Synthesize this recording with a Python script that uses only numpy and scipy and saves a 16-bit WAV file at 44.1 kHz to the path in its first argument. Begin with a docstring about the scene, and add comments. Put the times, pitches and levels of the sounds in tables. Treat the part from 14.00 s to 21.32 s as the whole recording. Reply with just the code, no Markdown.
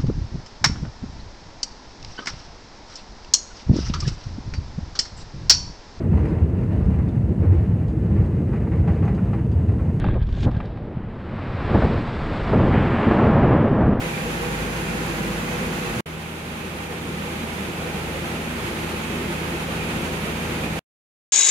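"""A dense, fluttering rush of air over a hum and a rumble: a belt-driven piston compressor in a shed.
The stereo pair stands close to the pulley guard, then, after a short break, close to the cylinders,
where the sound starts low and swells back until it is cut off. The machine runs at constant speed.
Valves and cooling air make the rush, the drive hums and whines, gulps of intake air shake the hollow
parts, and the pistons keep frame and tank ringing."""
import sys
import numpy as np
from scipy import signal
from scipy.fft import rfft, irfft, next_fast_len
from scipy.io import wavfile

SR = 44100
rng = np.random.default_rng(int(sys.argv[2]) if len(sys.argv) > 2 else 0)


def dump(signal):
    """Clip the signal to [-1, 1] and save it as 16-bit WAV at the path in sys.argv[1]."""
    limited = np.clip(np.atleast_2d(signal).T, -1, 1)
    pcm = np.round(limited * 32767).astype(np.int16)
    wavfile.write(sys.argv[1], SR, pcm)


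N = 322812
TIME = np.arange(N) / SR
PADDED = next_fast_len(N, real=True)
BINS_HZ = np.maximum(np.arange(PADDED // 2 + 1) * SR / PADDED, 1)

GUARD, CYLINDERS = 0, 1   # the two microphone places; pairs of settings come in this order
STRETCHES_S = ((0, 2.007), (2.057, 6.792))   # start and end at each place
SETTLED_DB = (-32.5, -32.0)


def from_db(db):
    """Decibels to gain."""
    return np.exp(np.asarray(db) * (np.log(10) / 20))


def unit_rms(x):
    """Scale to unit power."""
    return x / np.sqrt(np.mean(x ** 2) + 1e-20)


def in_time(rows):
    """A curve through rows of seconds and value, at every sample."""
    return np.interp(TIME, *np.transpose(rows))


def at_hz(points, hz, column=1):
    """Read one column of a spectrum on a log-frequency axis."""
    points = np.array(points)
    return np.interp(np.log(hz), np.log(points[:, 0]), points[:, column])


def swell(peak_s, length_s):
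    """A bell curve that is down to about a third at length_s from its peak."""
    return np.exp(-np.minimum(((TIME - peak_s) / length_s) ** 2, 20))


def drift(rate):
    """Smooth chance that changes about rate times a second; spread 1."""
    pole = np.exp(-80 * np.pi * rate / SR)
    noise = rng.standard_normal(N // 40 + 2002)   # one value every 40 samples
    slow = signal.lfilter([1], [1, -2 * pole, pole * pole], noise)[2000:]
    return np.interp(np.arange(N) / 40, np.arange(len(slow)), unit_rms(slow))


def machine_db(place, sag_db=7.5, recovery_s=1.9):
    """The machine's level: steady at the guard; at the cylinders it starts low and recovers slowly."""
    if place == GUARD:
        return SETTLED_DB[place]
    since = np.maximum(TIME - STRETCHES_S[CYLINDERS][0], 0)
    return SETTLED_DB[place] - sag_db * np.exp(-since / recovery_s)


def heard_during(start, end, fade_in_s=0.0042, tail_db=-34, tail_s=0.011):
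    """Opens quickly and shuts at once, leaving a faint, very short tail."""
    tail = from_db(tail_db) * np.exp(-np.maximum(TIME - end, 0) / tail_s)
    return np.clip((TIME - start) / fade_in_s, 0, 1) * np.where(TIME < end, 1, tail)


# Stereo width at the microphone pair. Each row: frequency in Hz, side minus mid in dB.
PAIR_WIDTH = [(60, -13.5), (92, -31), (140, -22.5), (210, -14), (330, -14.5), (500, -7.5), (770, -5),
              (1170, 0.5), (1790, 3), (2740, -0.5), (4190, 0), (6410, 0.5), (9810, 0), (15000, 0.5)]
# Balance at the pair. Each row: frequency in Hz, left minus right in dB.
PAIR_BALANCE = [(60, 1.5), (92, -0.5), (140, 0), (210, 0), (330, 1), (500, -1), (770, 0), (1170, -2),
                (1790, -4), (2740, -5.5), (4190, 0), (6410, -0.5), (9810, -2.5), (15000, 2.5)]

def microphones(mid, side, hz):
    """Long waves reach both microphones alike, short ones differently."""
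    width = from_db(at_hz(PAIR_WIDTH, hz))
    lean = from_db(at_hz(PAIR_BALANCE, hz) / 2)
    return np.array([(mid + width * side) * lean, (mid - width * side) / lean]) / np.hypot(1, width)


def standing_waves(spacing_hz=22.0):
    """Reflections in the shed raise and sink the spectrum every few tens of hertz; spread about 1."""
    grid = np.arange(0, SR / 2 + spacing_hz, spacing_hz)
    return np.interp(BINS_HZ, grid, rng.standard_normal(SR // 4)[:len(grid)])


def turbulence(spectrum, place, ripple_db, direct_db=(-8, -8.5), screen_hz=3500.0, right_lag_s=.00052):
    """Air noise at one place: the shed's echoes plus a direct wave from the left; rms 1."""
    low, high = spectrum[0][0], spectrum[-1][0]
    steep_edges = ((1 + (low / BINS_HZ) ** 20) * (1 + (BINS_HZ / high) ** 20)) ** -.5
    colour = from_db(at_hz(spectrum, BINS_HZ, column=1 + place)) * steep_edges
    mid, side, direct = (rfft(rng.standard_normal(PADDED)) * colour * from_db(ripple_db * standing_waves())
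                         for _ in range(3))
    share = from_db(direct_db[place]) / np.sqrt(1 + BINS_HZ / screen_hz)   # the machine screens treble
    direct = share * np.array([direct, direct * np.exp(-2j * np.pi * BINS_HZ * right_lag_s)])
    both = (microphones(mid, side, BINS_HZ) + direct) / np.hypot(1, share)
    return unit_rms(irfft(both, PADDED)[:, :N])


def ringing(hz, width_hz):
    """A metal resonance kept sounding by dense chatter; rms about 1."""
    radius = np.exp(-np.pi * width_hz / SR)
    poles = [1, -2 * radius * np.cos(2 * np.pi * hz / SR), radius * radius]
    mid, side = unit_rms(signal.lfilter([1, 0, -1], poles, rng.standard_normal((2, N))))
    return microphones(mid, side, hz)


def shaft_tone(hz, shaft_time, waver_db):
    """A tone locked to the turning shaft, wavering in strength; rms about 1."""
    angle = 2 * np.pi * ((hz * shaft_time + rng.random()) % 1)
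    strength = np.sqrt(2) * from_db(waver_db * drift(1.9))
    return strength * microphones(np.cos(angle), np.sin(angle), hz)


# Valve plates and fins, faint at both places. Each row: pitch in Hz, dB over the machine's level.
VALVE_MODES = [(2395, -18), (2490, -20.5), (2595, -17.5)]

def valve_ring(width_hz=17.0, waver_db=2.5):
    """Chattering plates keep a few metal resonances ringing."""
    return sum(ringing(hz, width_hz) * from_db(db + waver_db * drift(2.8)) for hz, db in VALVE_MODES)


# Flares of the valve ring, close by. Each row: peak time in seconds, pitch in Hz, bandwidth in Hz,
# level in dB, fall time in seconds.
VALVE_FLARES = [(0.16, 2400, 60, -36, .05), (1.93, 2620, 50, -44, .04), (5.809, 2410, 110, -35.5, 0.031),
                (5.897, 2530, 130, -37, .03), (6.03, 2440, 110, -39.5, .03), (6.654, 2485, 170, -33, .025)]

def valve_flares():
    """Now and then the plates chatter harder for a moment, with a rough metallic ring."""
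    return sum(ringing(hz, width_hz) * from_db(db) * swell(peak_s, length_s)
               for peak_s, hz, width_hz, db, length_s in VALVE_FLARES)


# Frame and tank, alike at both places. Each row: pitch in Hz, dB over the machine's level.
FRAME_AND_TANK_MODES = [(117, -17), (142.5, -14.5), (182.5, -12.5), (194.5, -11.5), (203, -17.5),
                        (222, -12.5), (232.5, -14.5), (242.5, -10), (299, -21.5), (388, -16.5),
                        (490, -19.5), (530, -20.5)]

def frame_ring(width_hz=3.8):
    """The pistons' shaking keeps the low modes of frame and tank ringing; they beat together."""
    return sum(from_db(db) * ringing(hz, width_hz) for hz, db in FRAME_AND_TANK_MODES)


# Thumps near the microphones. Each row: peak time in seconds, pitch in Hz, level in dB.
HOLLOW_THUMPS = [(0.04, 494, -38), (0.06, 119.6, -35), (0.11, 471, -38), (0.26, 226, -36), (0.28, 483, -32),
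                 (0.43, 471, -31), (0.46, 497, -33), (0.91, 180.6, -33), (0.92, 492, -36),
                 (0.97, 484, -34.5), (1.01, 288, -35), (1.15, 233.7, -38), (1.29, 200, -35),
                 (1.36, 200, -36), (1.55, 490, -40), (1.65, 500, -36.5), (2.59, 230.7, -38),
                 (2.76, 497, -40.5), (2.91, 487, -38.5), (3.05, 206, -40), (3.13, 200, -38),
                 (3.21, 194, -35), (3.28, 487, -37), (3.36, 489, -41), (3.43, 229.4, -29.5),
                 (3.44, 196, -34.5), (3.61, 193, -32), (3.86, 481, -36.5), (3.95, 189.6, -34.5),
                 (4.16, 527, -36.5), (4.56, 231, -36), (5.19, 391.8, -38.5), (5.85, 196, -36),
                 (5.96, 228, -31.5), (6.14, 401, -34.5), (6.23, 211.4, -35), (6.71, 196, -33)]

def hollow_thumps(rise_s=0.022, fall_s=0.028, wander=0.015):
    """Resonances build up out of the rumble and die away, a little unsteady in pitch."""
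    out = np.zeros((2, N))
    unsteady_time = np.cumsum(1 + wander * drift(30)) / SR
    for (peak_s, hz, db), phase in zip(HOLLOW_THUMPS, rng.random(len(HOLLOW_THUMPS))):
        near = np.abs(TIME - peak_s) < .5
        since = TIME[near] - peak_s
        envelope = np.sqrt(2) * from_db(db) * np.exp(-(since / np.where(since < 0, rise_s, fall_s)) ** 2)
        angle = 2 * np.pi * (hz * unsteady_time[near] + phase)
        out[:, near] += envelope * microphones(np.cos(angle), np.sin(angle), hz)
    return out


# Surges of the intake pipe, close by. Each row: peak time in seconds, pitch in Hz, level in dB.
PIPE_SURGES = [(0.40, 347, -36), (0.46, 350, -39.5), (0.79, 339, -39.5), (1.00, 341, -36),
               (1.11, 338.6, -32), (1.26, 341, -33), (1.77, 342, -34.5), (1.89, 353, -37), (2.74, 343, -40),
               (3.11, 341, -36), (3.33, 341, -38), (3.69, 344, -35), (4.06, 344, -39.5), (4.23, 344, -34.5),
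               (4.47, 346, -40), (4.57, 347, -38), (4.68, 343, -35), (4.85, 340.6, -32), (4.94, 335.3, -40),
               (5.04, 339, -39), (5.20, 347, -37.5), (5.30, 344, -32.5), (5.54, 343, -31.5),
               (6.00, 340, -40.5), (6.13, 349.3, -36.5), (6.51, 346, -36)]

def intake_pipe(place, note_db=-12.5, wander=0.0078, throb_db=3.0, extra_sag=0.41, surge_s=0.029):
    """The pipe sings one hollow note that throbs with the flow; each surge bends it to its own pitch."""
    times, pitches, _ = np.transpose(PIPE_SURGES)
    pitch = np.interp(TIME, times, pitches) * (1 + wander * drift(11.8))
    angle = 2 * np.pi * np.cumsum(pitch) / SR
    sag_db = SETTLED_DB[place] - machine_db(place)
    throb = np.tanh(drift(5.8))
    steady = from_db(machine_db(place) + note_db - extra_sag * sag_db + throb_db * throb)
    surges = sum(from_db(db) * swell(peak_s, surge_s) for peak_s, _, db in PIPE_SURGES)
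    envelope = np.sqrt(2) * np.hypot(steady, surges)
    return envelope * microphones(np.cos(angle), np.sin(angle), pitches.mean())


# The drive's hum. Each row: harmonic number, dB over the settled level at the guard, at the cylinders.
HUM_HARMONICS = [(1, -14, -6), (6, -15, -18)]
# The main drone as the microphones move about. Each row: time in seconds, level in dB.
DRONE_CURVE = [(0.0, -35), (1.75, -34.5), (2.1, -36.5), (2.65, -41.5), (3.2, -36), (3.62, -41.5),
               (3.85, -36.5), (4.95, -37.5), (5.3, -35), (6.75, -35)]
# Motor, belts and bearings, and two steady high lines of the valve plates. Each row: pitch in Hz, dB over the
# machine's level at the guard, the same at the cylinders.
RUNNING_TONES = [(53.8, -7.8, -13), (112.6, -15, -12), (767.5, -20.5, -21.5), (2374, -17.5, -20),
                 (2611, -23.5, -25.5)]
# Thin motor whine, a comb of side bands. Each row: pitch in Hz, dB over the machine's level.
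MOTOR_WHINE = [(11913, -31), (11974, -33), (12035, -34), (12096, -33.5)]
# The cooling fan's note, strongest in front of the guard. Each row: time in seconds, dB over the
# machine's level.
FAN_CURVE = [(0.0, -13.5), (0.5, -8.5), (1.0, -11.5), (1.6, -16.5), (2.6, -16), (3.9, -10), (4.4, -19.5),
             (6.8, -24)]

def belt_drive(place, hum_hz=80.84, speed_wobble=.00018, fan_rough_db=1.9, hum_spared=.3):
    """Hum, drone, tones, whine and fan note all follow the slight unsteadiness of the belt drive."""
    shaft_time = np.cumsum(1 + speed_wobble * drift(2.36)) / SR
    hum = sum(from_db(db[place]) * shaft_tone(harmonic * hum_hz, shaft_time, waver_db=0.0)
              for harmonic, *db in HUM_HARMONICS)
    hum *= from_db(hum_spared * (SETTLED_DB[place] - machine_db(place)))   # sags less than the air
    drone = shaft_tone(2 * hum_hz, shaft_time, waver_db=0.3) * from_db(in_time(DRONE_CURVE))
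    tones = sum(from_db(db[place]) * shaft_tone(hz, shaft_time, waver_db=2.5)
                for hz, *db in RUNNING_TONES)
    whine = sum(from_db(db) * shaft_tone(hz, shaft_time, waver_db=-1.0) for hz, db in MOTOR_WHINE)
    fan = shaft_tone(10 * hum_hz, shaft_time, waver_db=1.5)
    fan *= from_db(in_time(FAN_CURVE) + fan_rough_db * drift(14))   # the blades chop uneven air
    return from_db(machine_db(place)) * (hum + tones + whine + fan) + drone


# Resonances of intake cans, tank and guard, from close by. Each row: frequency in Hz, relative
# density in dB at the guard, the same at the cylinders.
RUMBLE_SPECTRUM = [(14.9, -26.5, -18), (33, -21.5, -26.5), (46, -7.5, -12), (65, -7, -9.5), (75.4, -9, -10),
                   (84.6, -12.5, -15.5), (100, -9.5, -9), (128, -5, -5.5), (156, -8, -10),
                   (185.5, -2, -3.5), (237.8, -5.5, -7.2), (284, -9, -8.5), (309.5, -8.5, -9.5),
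                   (398, -8, -7), (414, -10.5, -9), (512, -6, -7.5), (575, -17, -12)]

def intake_rumble(place, gain_db=(1.4, 1.34), buffet_db=0.8):
    """Gulps of intake air shake the hollow parts."""
    air = turbulence(RUMBLE_SPECTRUM, place, ripple_db=1.1)
    return air * from_db(gain_db[place] + buffet_db * drift(26))


# Air in valves and cooling fins, from close by. Each row: frequency in Hz, relative density in dB
# at the guard, the same at the cylinders.
RUSH_SPECTRUM = [(520, 0, -2.5), (684, -1, -0.5), (805, -1, 0.5), (1284, -1.5, -0.76), (2104, -2.5, -2),
                 (2270, -5, -2), (2480, -4, -2.1), (3400, -9.5, -7), (5620, -17.5, -17), (6750, -14, -14.5),
                 (8000, -21, -19.5), (8940, -17.5, -16.5), (12300, -20, -18.5), (13800, -29, -27.5),
                 (15630, -27, -26)]
# The low middle hollows out and fills as the microphones move. Each row: time in seconds, gain in dB.
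LOW_MIDDLE_CURVE = [(0.0, 0.5), (1.9, 0), (2.15, -1.5), (2.6, 0), (2.9, -0.5), (3.3, -1.5), (4.1, 2),
                    (4.6, -1), (4.8, -2.5), (5.35, -1), (5.6, -1), (6.8, 2)]

def air_rush(place, gain_db=2.5, stroke_hz=7.35, stroke_db=-0.05, flutter_db=0.61, middle_hz=(625, 770)):
    """Valve chatter and fan air merge into a fluttering hiss that pulses faintly with the pistons."""
    strokes = np.cos(2 * np.pi * stroke_hz * TIME)
    level_db = gain_db + stroke_db * strokes + flutter_db * drift(15)
    air = turbulence(RUSH_SPECTRUM, place, ripple_db=1.37) * from_db(level_db)
    low_middle = signal.sosfiltfilt(signal.butter(2, middle_hz, "band", fs=SR, output="sos"), air)
    return air + low_middle * (from_db(in_time(LOW_MIDDLE_CURVE)) - 1)


def scene():
    """The same machine from close to the guard, then from close to the cylinders."""
    out = np.zeros((2, N))
    thumps = hollow_thumps()
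    flares = valve_flares()
    metal = valve_ring() + frame_ring()
    for place in (GUARD, CYLINDERS):
        noise = from_db(machine_db(place)) * (air_rush(place) + intake_rumble(place) + metal)
        compressor = noise + intake_pipe(place) + belt_drive(place) + thumps + flares
        out += heard_during(*STRETCHES_S[place]) * compressor
    return out + 1e-18


def record(dry, cutoff_hz=15800):
    """The top of the treble is cut steeply."""
    return signal.sosfilt(signal.ellip(12, .1, 90, cutoff_hz, fs=SR, output="sos"), dry)


dry = scene()
out = record(dry)
dump(out)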